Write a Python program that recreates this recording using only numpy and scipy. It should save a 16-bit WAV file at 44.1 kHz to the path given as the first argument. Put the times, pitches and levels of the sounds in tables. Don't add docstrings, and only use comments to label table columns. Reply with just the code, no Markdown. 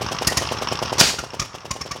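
import sys
import numpy as np
from scipy import signal
from scipy.fft import rfft, irfft
from scipy.io import wavfile
from scipy.ndimage import uniform_filter1d

SR = 44100
rng = np.random.default_rng(int(sys.argv[2]) if len(sys.argv) > 2 else 0)


def pcm_store(signal):
    levels = np.round(np.clip(np.atleast_2d(signal), -1, 1) * 32767)
    wavfile.write(sys.argv[1], SR, levels.astype(np.int16).T)


N = 88200
T = np.arange(N) / SR

# [t/s, intake pop level/dB]
TURNS = [(.0193,-14),(0.1208,-17.5),(.2221,-13),(.3227,-14.5),(.422,-14),(.522,-11.5),(0.6232,-14),(0.7242,-11.5),(0.8266,-10.5),(.9291,-10),
         (1.0267,-7),(1.1418,-11.5),(1.2389,-9.5),(1.3429,-10),(1.4504,-26),(1.5508,-13),(1.6549,-12.5),(1.7633,-10.5),(1.862,-10.5),(1.962,-10.5)]
# [t/s from the turn, f/Hz, level/dB relative to the turn's pop]
INTAKE_PULSES = [(-.008,424,-4),(0,620,3.3),(0.0263,450,-8)]
# [f/Hz, relative level/dB]
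INTAKE_HISS_COLOUR = [(200,2),(1000,3),(2000,-6.5),(3000,1),(4200,-6),(5400,-1),(7000,-8.5),(10000,-15),(16000,-24.5)]
THUMP_HZ, THUMP_DB = 96, -19.5
HISS_DB, HISS_LEAD_S = -25.5, 0.0086
HISS_RISE_S, HISS_HOLD_S, HISS_DECAY_S = 0.0092, 0.0086, 0.006


def intake():
    pops, draw = np.zeros(N), np.zeros(N)
    for turn_s, pop_db in TURNS:
        for delay, hz, db in INTAKE_PULSES:
            at = turn_s + delay
            pop = amp(db) * pulse(at, hz)
            thump = amp(THUMP_DB) * pulse(at, THUMP_HZ)
            pops += amp(pop_db) * (pop + thump)
        draw += amp(HISS_DB) * burst(turn_s - HISS_LEAD_S, HISS_RISE_S, HISS_HOLD_S, HISS_DECAY_S)
    return pops + draw * noise(INTAKE_HISS_COLOUR)


# [t/s, thud level/dB, gas level/dB, hot pipe tone f/Hz, pipe tone level/dB,
#           after-ring level/dB, top hiss level/dB relative to the gas]
FIRINGS = [(0.2694,-10.5,-17.5,1140,-40,-22,14),(0.3697,-12,-14.5,1077,-22,-29,6.5),(0.981,-16.5,-19,960,-30,-45,-11),(1.1857,-13.5,-18,1467,-14,-33,-3),(1.3946,-7,-10,1163,-15.5,-31,-23),
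           (1.415,-13,-25,1290,-17.5,-46,-18),(1.7072,-6.5,-13.5,1086,-13,-50,-3),(1.809,-12.5,-19,1130,-16.5,-32,-15),(1.910,-12.5,-18,1183,-12.5,-28,-5)]
# [f/Hz, relative level/dB]
GAS_COLOUR = [(500,-16),(3700,-6.5),(4800,-3),(5700,4),(6600,-3),(8000,-12.5),(11000,-19.5),(16000,-34)]
# [f/Hz, relative level/dB]
RUSH_COLOUR = [(60,0.5),(150,4),(650,1.5),(1000,-2),(2400,-3),(3500,-7.5),(8000,-25)]
# [f/Hz, t60/s, relative level/dB]
STACK_MODES = [(2535,0.2,-20),(2947,0.3,-25),(4870,0.05,-16.5),(6930,0.05,-15)]
EXHAUST_LAG_S, IDLE_PUFF_DB = 0.044, -27.5
GAS_RISE_S, GAS_HOLD_S, GAS_DECAY_S = 0.0028, 0.0064, 0.0056
RUSH_DB, RUSH_DECAY_S = -21.5, 0.011
AFTER_HZ, AFTER_LAG_S, AFTER_DECAY_S = 1880, 0.009, 0.008
TOP_HISS_HZ = 9000


def exhaust():
    low = sum(amp(IDLE_PUFF_DB) * thud(turn_s + EXHAUST_LAG_S) for turn_s, _ in TURNS)
    gas, rush, jet = noise(GAS_COLOUR), noise(RUSH_COLOUR), np.zeros(N)
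    high_pass = signal.butter(4, TOP_HISS_HZ, "high", fs=SR, output="sos")
    top = signal.sosfilt(high_pass, noise(GAS_COLOUR))
    for at, thud_db, gas_db, hot_hz, tone_db, after_db, top_db in FIRINGS:
        low += amp(thud_db) * thud(at)
        low += amp(tone_db) * pipe_tone(at, hot_hz)
        after_swell = burst(at + AFTER_LAG_S, AFTER_LAG_S, AFTER_LAG_S, AFTER_DECAY_S)
        low += amp(after_db) * after_swell * tone(AFTER_HZ)
        gas_swell = burst(at, GAS_RISE_S, GAS_HOLD_S, GAS_DECAY_S)
        jet += amp(gas_db) * (gas + amp(top_db) * top) * gas_swell
        jet += amp(RUSH_DB) * rush * burst(at, GAS_RISE_S, GAS_HOLD_S, RUSH_DECAY_S)
    return low + body(jet * sputter(), STACK_MODES)


# [f/Hz, t60/s, relative level/dB]
SILENCER_MODES = [(146,0.028,0),(77,0.039,-6.5)]


def thud(start):
    return sum(amp(db) * ring(hz, t60, start) for hz, t60, db in SILENCER_MODES)


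PIPE_COLD_HZ, PIPE_COOL_S, PIPE_OCTAVE_DB, PIPE_DECAY_S = 1022, .04, -10.5, 0.0092


def pipe_tone(at, hot_hz):
    cooling = np.exp(-np.maximum(T - at, 0) / PIPE_COOL_S)
    hz = PIPE_COLD_HZ + (hot_hz - PIPE_COLD_HZ) * cooling
    swell = burst(at - .002, 0.0025, 0.0058, PIPE_DECAY_S)
    return swell * (tone(hz) + amp(PIPE_OCTAVE_DB) * tone(2 * hz))


# [t/s, f/Hz, level/dB]
WHISTLES = [(0.268,4935,-15),(0.27,4430,-18),(0.376,4830,-16),(.582,5450,-25.5),(0.683,5450,-22.5),(1.301,5340,-26),(1.395,5620,-11.5),(1.707,6900,-15),(1.814,5430,-11),(1.913,5410,-14)]
WHISTLE_RISE_S, WHISTLE_HOLD_S, WHISTLE_DECAY_S = 0.0048, 0.0013, 0.0047


def whistles():
    pings = np.zeros(N)
    for at, hz, db in WHISTLES:
        pings += amp(db) * burst(at, WHISTLE_RISE_S, WHISTLE_HOLD_S, WHISTLE_DECAY_S) * tone(hz)
    return pings


# [f/Hz, relative level/dB]
BANG_COLOUR = [(60,-3),(650,-4),(1000,2),(2500,-4.5),(5300,9.5),(11000,-8.5),(16000,-17)]
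# [f/Hz, relative level/dB]
ECHO_COLOUR = [(60,-4.5),(1800,-4.5),(5300,0.5),(8000,-8),(16000,-27.5)]
# [f/Hz, t60/s, level/dB relative to the boom]
BOOM_MODES = [(175, .05, -11), (660, .045, -6.5)]
BANG_S, BANG_DB, BANG_RISE_S, BANG_HOLD_S, BANG_DECAY_S = 0.99, -6, 0.017, 0.006, 0.0024
BOOM_S, BOOM_DB = 1.009, -2
ECHO_DB, ECHO_HOLD_S, ECHO_DECAY_S = -7, 0.021, 0.049


def backfire():
    swell = burst(BANG_S, BANG_RISE_S, BANG_HOLD_S, BANG_DECAY_S)
    blast = amp(BANG_DB) * noise(BANG_COLOUR) * sputter() * swell
    hollow = sum(amp(db) * ring(hz, t60, BOOM_S) for hz, t60, db in BOOM_MODES)
    slam = noise(RUSH_COLOUR) * burst(BOOM_S, 0.00077, 0.0047, 0.003)
    boom = amp(BOOM_DB) * (slam + hollow)
    first_return = burst(1.014, 0.002, ECHO_HOLD_S, ECHO_DECAY_S)
    late_return = amp(-10.5) * burst(1.05, 0.032, 0.02, 0.017)
    echo = amp(ECHO_DB) * noise(ECHO_COLOUR) * (first_return + late_return)
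    return body(blast + boom + echo, STACK_MODES)


# [t/s, level/dB]
KNOCKS = [(.044,-29.5),(0.063,-22),(0.148,-27.5),(.166,-26),(0.186,-20.5),(0.247,-25),(0.452,-25.5),(0.472,-23),(0.489,-25),(0.574,-26),(.586,-24.5),
          (.672,-20.5),(.686,-21),(.754,-25),(.772,-28),(0.79,-22.5),(0.857,-22.5),(0.879,-24),(0.895,-24),(1.304,-24),(1.583,-27)]
# [f/Hz, relative level/dB]
IRON_COLOUR = [(150,3.5),(600,-8.5),(1150,6.5),(1900,-8.5),(3000,1),(4100,-8),(5600,3),(6400,-10),(7500,-24),(16000,-40)]
# [f/Hz, t60/s, relative level/dB]
IRON_MODES = [(1156,0.094,-17.5),(2838,0.046,-16.5),(5476,0.03,-19.5)]
KNOCK_RISE_S, KNOCK_HOLD_S, KNOCK_DECAY_S = 0.0004, 0.0017, 0.0039
KNOCK_COLOUR_DB = 2
CHATTER_DB, CHATTER_SPREAD_DB, CHATTER_PER_S = -35.5, 3, 86


def knocks():
    is_tap = rng.random(N) < CHATTER_PER_S / SR
    taps = is_tap * amp(CHATTER_DB + CHATTER_SPREAD_DB * rng.standard_normal(N))
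    tap_shape = burst(0, KNOCK_RISE_S, KNOCK_HOLD_S, KNOCK_DECAY_S)
    contact = through(taps, tap_shape) * noise(IRON_COLOUR)
    for at, db in KNOCKS:
        colour = [(hz, iron_db + KNOCK_COLOUR_DB * rng.standard_normal()) for hz, iron_db in IRON_COLOUR]
        contact += amp(db) * burst(at, KNOCK_RISE_S, KNOCK_HOLD_S, KNOCK_DECAY_S) * noise(colour)
    return body(contact, IRON_MODES)


# [f/Hz, relative level/dB]
RUMBLE_COLOUR = [(40,-34),(75,2),(120,7),(260,-12),(1150,2),(1800,-5.5),(5500,-21),(7000,-29),(16000,-41)]
RUMBLE_DB = -34.5


def running_gear():
    return amp(RUMBLE_DB) * noise(RUMBLE_COLOUR)


# [t/s delay, level/dB]
REFLECTIONS = [(.027,-15)]
# [f/Hz, relative level/dB]
YARD_COLOUR = [(100,-4),(9000,-0.5),(16000,-12)]
YARD_DB, YARD_T60_S = -14.5, 0.5


def yard(x):
    tail = noise(YARD_COLOUR) * burst(0.0028, 0.0063, 0, YARD_T60_S / np.log(1000))
    response = amp(YARD_DB) * tail / np.linalg.norm(tail)
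    for delay, db in REFLECTIONS:
        response[int(delay * SR)] += amp(db)
    return x + through(x, response)


def amp(db):
    return 10 ** (np.asarray(db) / 20)


def unit(x):
    return x / np.std(x)


def noise(colour):
    hz, db = np.array(colour, float).T
    f = np.maximum(np.arange(N // 2 + 1) * SR / N, 1)
    gain = amp(np.interp(np.log(f), np.log(hz), db))
    return unit(irfft(rfft(rng.standard_normal(N)) * gain, N))


def burst(start, rise, hold, decay):
    age = T - start
    return np.clip(age / rise, 0, 1) * np.exp(-np.maximum(age - rise - hold, 0) / decay)


def pulse(at, hz):
    u = np.minimum((np.pi * hz * (T - at)) ** 2, 20)
    return (2 * u - 1) * np.exp(-u)


def ring(hz, t60, start=0):
    age = np.maximum(T - start, 0)
    return np.sin(2 * np.pi * hz * age) * np.exp(-np.log(1000) * age / t60)


def through(x, response):
    return signal.fftconvolve(x, response)[:N]


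def body(x, modes):
    response = np.zeros(N)
    for hz, t60, db in modes:
        mode = ring(hz, t60)
        response += amp(db) * mode / np.linalg.norm(mode)
    return x + through(x, response / 2)


def flutter():
    smooth = uniform_filter1d(rng.standard_normal(N), size=130)
    return unit(uniform_filter1d(smooth, size=130))


WAVER_RAD = .75


def tone(hz):
    phase = 2 * np.pi * np.cumsum(hz * np.ones(N)) / SR
    return np.sin(phase + WAVER_RAD * flutter())


SPUTTER_DB = 2


def sputter():
    gain = amp(SPUTTER_DB * flutter())
    return gain / np.sqrt(np.mean(gain ** 2))


def scene():
    engine = intake() + knocks() + running_gear() + exhaust() + whistles() + backfire()
    return yard(engine)[None]


AGC_TOP_DB, AGC_CREEP_DB_PER_S, AGC_ATTACK_S = -11.5, 3, 0.0059
BASS_CUT_HZ, TOP_CUT_HZ = 48, 15900


def record(dry):
    x = signal.sosfilt(signal.butter(6, BASS_CUT_HZ, "high", fs=SR, output="sos"), dry[0])
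    power = uniform_filter1d(x ** 2, size=441, origin=220)
    level_db = 10 * np.log10(np.abs(power) + 1e-12)
    creep = AGC_CREEP_DB_PER_S * T
    held_db = np.maximum.accumulate(level_db - creep) + creep
    excess_db = np.maximum(held_db - AGC_TOP_DB, 0)
    keep = np.exp(-1 / (AGC_ATTACK_S * SR))
    duck_db = signal.lfilter([1 - keep], [1, -keep], excess_db)
    x = np.clip(x * amp(-duck_db), -.9, .9)
    return signal.sosfilt(signal.ellip(10, .1, 80, TOP_CUT_HZ, fs=SR, output="sos"), x)[None]


dry = scene()
out = record(dry)
pcm_store(out)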